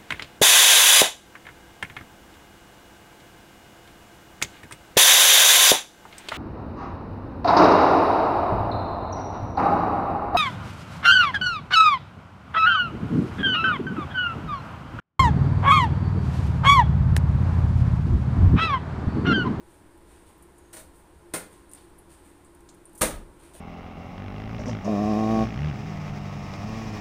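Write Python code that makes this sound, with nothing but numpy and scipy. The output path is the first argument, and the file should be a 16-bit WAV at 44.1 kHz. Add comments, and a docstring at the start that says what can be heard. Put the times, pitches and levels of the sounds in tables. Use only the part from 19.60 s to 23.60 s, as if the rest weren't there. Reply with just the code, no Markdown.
"""Wet cloth on a concrete floor

A wet cloth is dropped, slapped and then flung hard onto a wet concrete floor in a small washing room.
Slaps, squelches, drips, two cloth squeaks and a dull last knock are coloured grains with hard-room tails.
Sines add rings and thuds; shaped noise booms low after the last throw and makes the humming room.
A thin whistle, a sine times slow noise, leads up to the drop, and a resonance lifts the microphone's treble."""
import sys
import numpy as np
from scipy import signal
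from scipy.fft import rfft, irfft
from scipy.io import wavfile

SR = 44100
rng = np.random.default_rng(int(sys.argv[2]) if len(sys.argv) > 2 else 0)


def transcribe(signal):
    """Save signal, clipped to [-1, 1], as a 16-bit WAV file at the path in sys.argv[1]."""
    frames = np.atleast_2d(signal).T
    limited = np.clip(frames, -1, 1)
    pcm = np.round(limited * 32767).astype(np.int16)
    wavfile.write(sys.argv[1], SR, pcm)


N = 176400  # 4 s

# The cloth landing. Each row: start in seconds, swell in seconds, fade t60 in seconds, level in dB,
# bass edge in Hz, treble tilt in dB per octave.
SLAPS = [(1.127, 0.0068, 0.25, -46, 260, 3.5), (1.158, 0.013, 0.14, -45.5, 257, 2.6),
         (1.186, 0.012, 0.1, -49.5, 200, 5.3), (1.7358, 0.0031, 0.16, -29, 243, 2.3),
         (3.4094, 0.0089, 0.15, -19.5, 110, 1.5)]
# Tone of the splatter. Each row: frequency in Hz, relative gain in dB.
SLAP_COLOUR = [(30, -1), (100, -22.5), (180, 5.5), (320, -3), (520, 2.5), (660, -5.5), (770, -2),
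               (1000, -5), (1350, -3.5), (2100, -8), (3000, -14), (4200, -13.5), (5000, -18.5), (5600, -18),
               (6600, -16.5), (7500, -18.5), (8700, -17), (10100, -18), (11500, -20), (15500, -22.5)]
# Hollow things and room corners that ring with each slap. Each row: frequency in Hz,
# level in dB against the slap ahead of its bass cut, t60 in seconds.
RINGS = [(177.7, -16, 0.51), (231, -22, .55), (314, -13, 0.46), (412, -23.5, 0.78), (511, -12, 0.36),
         (570, -18.5, 0.44), (638, -8.5, 0.18)]
# Air trapped under the cloth, popping as it flattens. Each row: start in seconds, frequency in Hz,
# level in dB, t60 in seconds.
POCKETS = [(1.736, 108, -36.5, 0.031), (1.737, 336, -26.5, 0.026), (3.412, 71, -24, 0.059),
           (3.428, 521.6, -26, 0.15)]
# The hand gathers and presses the cloth. Each row: start in seconds, swell in seconds,
# fade t60 in seconds, level in dB, treble tilt in dB per octave.
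SQUELCHES = [(0, 0.14, 0.23, -70.5, 2.5), (.42, 0.093, 1, -65.5, -1), (0.651, 0.03, 0.2, -65, 2.5),
             (1.33, 0.026, 0.38, -68.5, 6.5), (1.89, 0.028, 0.43, -63.5, 0.5), (2.113, 0.02, 0.6, -61.5, 1),
             (2.493, 0.0056, 0.45, -61, 1), (2.619, 0.041, 0.32, -65.5, 1),
             (3.787, 0.0045, 0.94, -61.5, -0.5), (3.93, 0.015, 0.23, -55, 1.2)]
# Tone of the squelching. Each row: frequency in Hz, relative gain in dB.
SQUELCH_COLOUR = [(100, -1.5), (500, -3), (1500, -3.5), (3800, -8.5), (5500, -14), (9000, -11.5),
                  (15500, -18.5)]
# Drips and spits of water, two small cloth squeaks (2.173 and 2.192 s) and a dull last knock (3.945 s).
# Each row: start in seconds, level in dB, centre in Hz, width to either side in octaves, t60 in seconds.
SHORT_BURSTS = [(.3744, -64, 11000, 0.55, .03), (.7771, -57, 13950, .12, 0.028),
                (.8235, -58, 10900, 0.51, 0.068), (0.981, -60, 9700, .4, 0.053),
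                (2.0925, -66.5, 9200, .1, 0.12), (2.114, -56.5, 9900, 0.77, 0.13),
                (2.134, -46.5, 9400, 0.34, 0.024), (2.148, -57.5, 9000, 0.17, 0.045),
                (2.173, -60, 3470, 0.44, .16), (2.192, -66, 4400, .1, .12),
                (2.384, -52, 10500, 0.15, 0.051), (2.6913, -66.5, 8100, 0.23, 0.037),
                (2.8459, -65.5, 8200, 0.22, 0.11), (2.9487, -57, 10300, 0.38, 0.023),
                (3.0061, -61, 9600, 0.92, .02), (3.0897, -56, 6900, 0.16, 0.093),
                (3.0886, -55.5, 4160, 0.55, 0.075), (3.1455, -62, 9500, 0.61, 0.037),
                (3.2538, -55, 9200, 0.14, 0.061), (3.294, -61, 9050, 0.54, .02),
                (3.331, -62, 11000, 0.44, 0.052), (3.3506, -52.5, 9900, 0.78, 0.077),
                (3.3767, -50.5, 10100, 0.66, 0.18), (3.4186, -20, 9700, 0.5, 0.013),
                (3.945, -50, 620, 0.22, .14)]
# Low booming swells after the last throw. 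Each row: start in seconds, swell in seconds,
# fade t60 in seconds, level in dB.
BOOMS = [(3.411, 0.039, 0.41, -35.5), (3.516, 0.032, 0.28, -34.5), (3.646, 0.035, 0.2, -46)]
# Tone of the booms, strongest near 36 Hz. Each row: frequency in Hz, relative gain in dB.
BOOM_COLOUR = [(10, -18), (24, -14), (36, 10), (60, -6), (90, -15), (140, -21), (400, -57), (2000, -90)]
# A faint thin whistle while the cloth hangs. Each row: time in seconds, pitch in Hz, level in dB.
WHISTLE = [(.95, 7300, -77), (1.0, 6800, -77), (1.05, 6600, -74), (1.13, 6500, -72)]
# Hum bands of the room. Each row: centre in Hz, half-width in Hz, level in dB.
HUMS = [(344.1, 4.3, -63.5), (339, 29.5, -61.5), (289.4, 5, -67), (843, 7.3, -72), (949, 25, -71),
        (1053, 16, -72)]
# Tone of the room air. Each row: frequency in Hz, relative gain in dB.
AIR = [(10, 0.5), (30, -3), (70, 4), (120, -9), (170, -4.5), (250, -10), (400, -7), (520, -11), (750, -14),
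       (1000, -16), (1600, -18.5), (2500, -25.5), (4000, -30), (6000, -36), (9000, -35.5), (15500, -38)]
# How long the room's tail lasts. Each row: frequency in Hz, t60 in seconds.
ROOM_T60 = [(60, 0.85), (200, 0.42), (500, 0.42), (1500, 0.36), (4000, 0.33), (9000, 0.26), (15000, 0.28)]

SPLATS_PER_S, SPLAT_SPREAD_DB = 9000, 2
SQUELCH_GRAINS_PER_S, SQUELCH_SPREAD_DB = 2000, 4
AIR_DB = -55
SLAP_WET_DB, BURST_WET_DB, SQUELCH_WET_DB = -4.5, -9, 1  # room tail levels
MIC_HZ, MIC_WIDTH_HZ, MIC_BOOST_DB = 9000, 1140, 12.5
EDGE_HZ = 15550  # top of the recorded band
FREQS = np.fft.rfftfreq(8192, 1 / SR)  # Hz, where colours are drawn


def amp(db):
    """Decibels to gain."""
    return 10 ** (np.asarray(db) / 20)


def unit(x):
    """Scales to rms 1."""
    return x / np.sqrt(np.mean(x ** 2) + 1e-20)


def read(points, hz):
    """Reads a table on a log-frequency axis."""
    f, value = np.transpose(points)
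    return np.interp(np.log(hz + 1), np.log(f), value)


def add(mix, start, sound):
    """Mixes a sound in at a start time in seconds, cut off at the end of the mix."""
    part = mix[max(round(start * SR), 0):][:len(sound)]
    part += sound[:len(part)]


def colour(x, db):
    """Minimum-phase filter of unit energy shaped by the dB curve at FREQS, so onsets stay sharp."""
    log_gain = np.log(amp(np.maximum(db - db.max(), -90)))
    circle = np.concatenate([log_gain, log_gain[-2:0:-1]])
    spectrum = np.exp(np.conj(signal.hilbert(circle)))
    taps = np.fft.ifft(spectrum).real[:len(FREQS)]
    return signal.fftconvolve(x, taps / np.linalg.norm(taps))


def noise(gain):
    """Noise of rms 1 with the spectrum gain(hz)."""
    spectrum = rfft(rng.standard_normal(N))
    return unit(irfft(spectrum * gain(np.fft.rfftfreq(N, 1 / SR)), N))


def swell(rise, t60):
    """One second of straight rise, then exponential fade."""
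    t = np.arange(SR) / SR
    attack = np.minimum(t / max(rise, 1e-4), 1)
    return attack * amp(-60 * np.maximum(t - rise, 0) / t60)


def grains(rate, spread_db):
    """One second of single-sample clicks, random in time, sign and size, at rms 1."""
    size = amp(spread_db * np.minimum(rng.exponential(1, SR), 4))
    sign = rng.choice([-1, 1], SR)
    return unit(size * sign * (rng.random(SR) < rate / SR))


def tilt(db_per_octave, pivot_hz=800):
    """Brightens or dulls above the pivot."""
    return db_per_octave * np.log2(1 + FREQS / pivot_hz)


def room(x, wet_db, count=3):
    """Small hard room: random reflections die band by band, the source turning among several tails."""
    out = x.copy()
    t = np.arange(N) / SR
    for k in range(count):
        # sparse reflections, the first after 4 ms
        taps = rng.choice([-1., 1.], SR) * (rng.random(SR) < 8000 / SR) * (np.arange(SR) > .004 * SR)
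        hz, frame_s, bands = signal.stft(taps, SR, nperseg=256)
        decay = amp(-60 * frame_s / read(ROOM_T60, hz)[:, None])
        tail = signal.istft(bands * decay, SR, nperseg=256)[1]
        # the feed goes round all the tails every 30 ms
        share = np.maximum(np.cos(2 * np.pi * (t / .03 + k / count)), 0) * 2 / np.sqrt(count)
        out += amp(wet_db) * signal.fftconvolve(x * share, tail / np.linalg.norm(tail))[:N]
    return out


def slaps():
    """Fold after fold hits the water film: a dense splatter that sets nearby hollows ringing."""
    out, t = np.zeros(N), np.arange(SR) / SR
    for start, rise, t60, db, edge_hz, tilt_db in SLAPS:
        bass_db = -10 * np.log10(1 + (edge_hz / (FREQS + 1)) ** 4)
        splatter = grains(SPLATS_PER_S, SPLAT_SPREAD_DB) * swell(rise, t60)
        tone_db = read(SLAP_COLOUR, FREQS) + bass_db + tilt(tilt_db)
        add(out, start, amp(db) * colour(splatter, tone_db))
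    out = room(out, SLAP_WET_DB)
    # rings stay dry, with the same bass cut as their slap
    for start, rise, _, db, edge_hz, _ in SLAPS:
        for hz, ring_db, t60 in RINGS:
            strength = amp(db + ring_db) / np.hypot(1, (edge_hz / hz) ** 2)
            tone = np.sin(2 * np.pi * (hz * t + rng.random()))
            add(out, start, strength * swell(2 * rise, t60) * tone)
    return out


def pockets(rise=0.0045, wet_db=-7):
    """Trapped air gives the two hard slaps a short hollow thud of fading sines."""
    out, t = np.zeros(N), np.arange(SR) / SR
    for start, hz, db, t60 in POCKETS:
        add(out, start, amp(db) * swell(rise, t60) * np.sin(2 * np.pi * hz * t))
    return room(out, wet_db)


def squelches():
    """Water fizzes out of the weave under the hand."""
    out = np.zeros(N)
    for start, rise, t60, db, tilt_db in SQUELCHES:
        fizz = grains(SQUELCH_GRAINS_PER_S, SQUELCH_SPREAD_DB) * swell(rise, t60)
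        add(out, start, amp(db) * colour(fizz, read(SQUELCH_COLOUR, FREQS) + tilt(tilt_db)))
    return room(out, SQUELCH_WET_DB)


def short_bursts(rise=0.00043, grains_per_s=6000, spread_db=3):
    """Drips and spits, two cloth squeaks and a dull last knock, all as short bands of grains."""
    out = np.zeros(N)
    for start, db, hz, octaves, t60 in SHORT_BURSTS:
        band_db = -20 * np.log10(1 + (np.log2((FREQS + 1) / hz) / octaves) ** 2)
        burst = grains(grains_per_s, spread_db) * swell(rise, t60)
        add(out, start, amp(db) * colour(burst, band_db))
    return room(out, BURST_WET_DB)


def booms():
    """Low noise swells near 36 Hz, as a curtain or the room resonates after the last throw."""
    out = np.zeros(N)
    for start, rise, t60, db in BOOMS:
        shape = swell(rise, t60)
        boom = shape * noise(lambda f: amp(read(BOOM_COLOUR, f)))[:SR]
        # slow noise varies in strength, so give each boom the energy of its swell
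        add(out, start, amp(db) * boom * np.linalg.norm(shape) / np.linalg.norm(boom))
    return out


def whistle(half_width_hz=70):
    """A narrow, falling hiss: a gliding sine multiplied by slow noise."""
    t = np.arange(N) / SR
    time_s, hz, db = np.transpose(WHISTLE)
    tone = np.sin(2 * np.pi * np.cumsum(np.interp(t, time_s, hz)) / SR)
    level = np.interp(t, time_s, amp(db), 0, 0)
    return level * tone * noise(lambda f: 1 / (1 + (f / half_width_hz) ** 2))


def background():
    """Steady room noise with a wavering hum, as of a fan, made of narrow noise bands."""
    hum = np.zeros(N)
    for hz, half_width, db in HUMS:
        hum += amp(db) * noise(lambda f: 1 / (1 + ((f - hz) / half_width) ** 2))
    return hum + amp(AIR_DB) * noise(lambda f: amp(read(AIR, f)))


def scene():
    """All sources at one microphone."""
    cloth = slaps() + pockets() + squelches() + short_bursts()
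    return (cloth + booms() + whistle() + background())[None]


def record(dry):
    """The microphone's treble resonance, then the band limit."""
    b, a = signal.iirpeak(MIC_HZ, MIC_HZ / MIC_WIDTH_HZ, SR)
    bright = dry + (amp(MIC_BOOST_DB) - 1) * signal.lfilter(b, a, dry)
    low_pass = signal.firwin(511, EDGE_HZ, window=("kaiser", 9), fs=SR)
    return signal.oaconvolve(bright, low_pass[None], "same")


dry = scene()
out = record(dry)
transcribe(out)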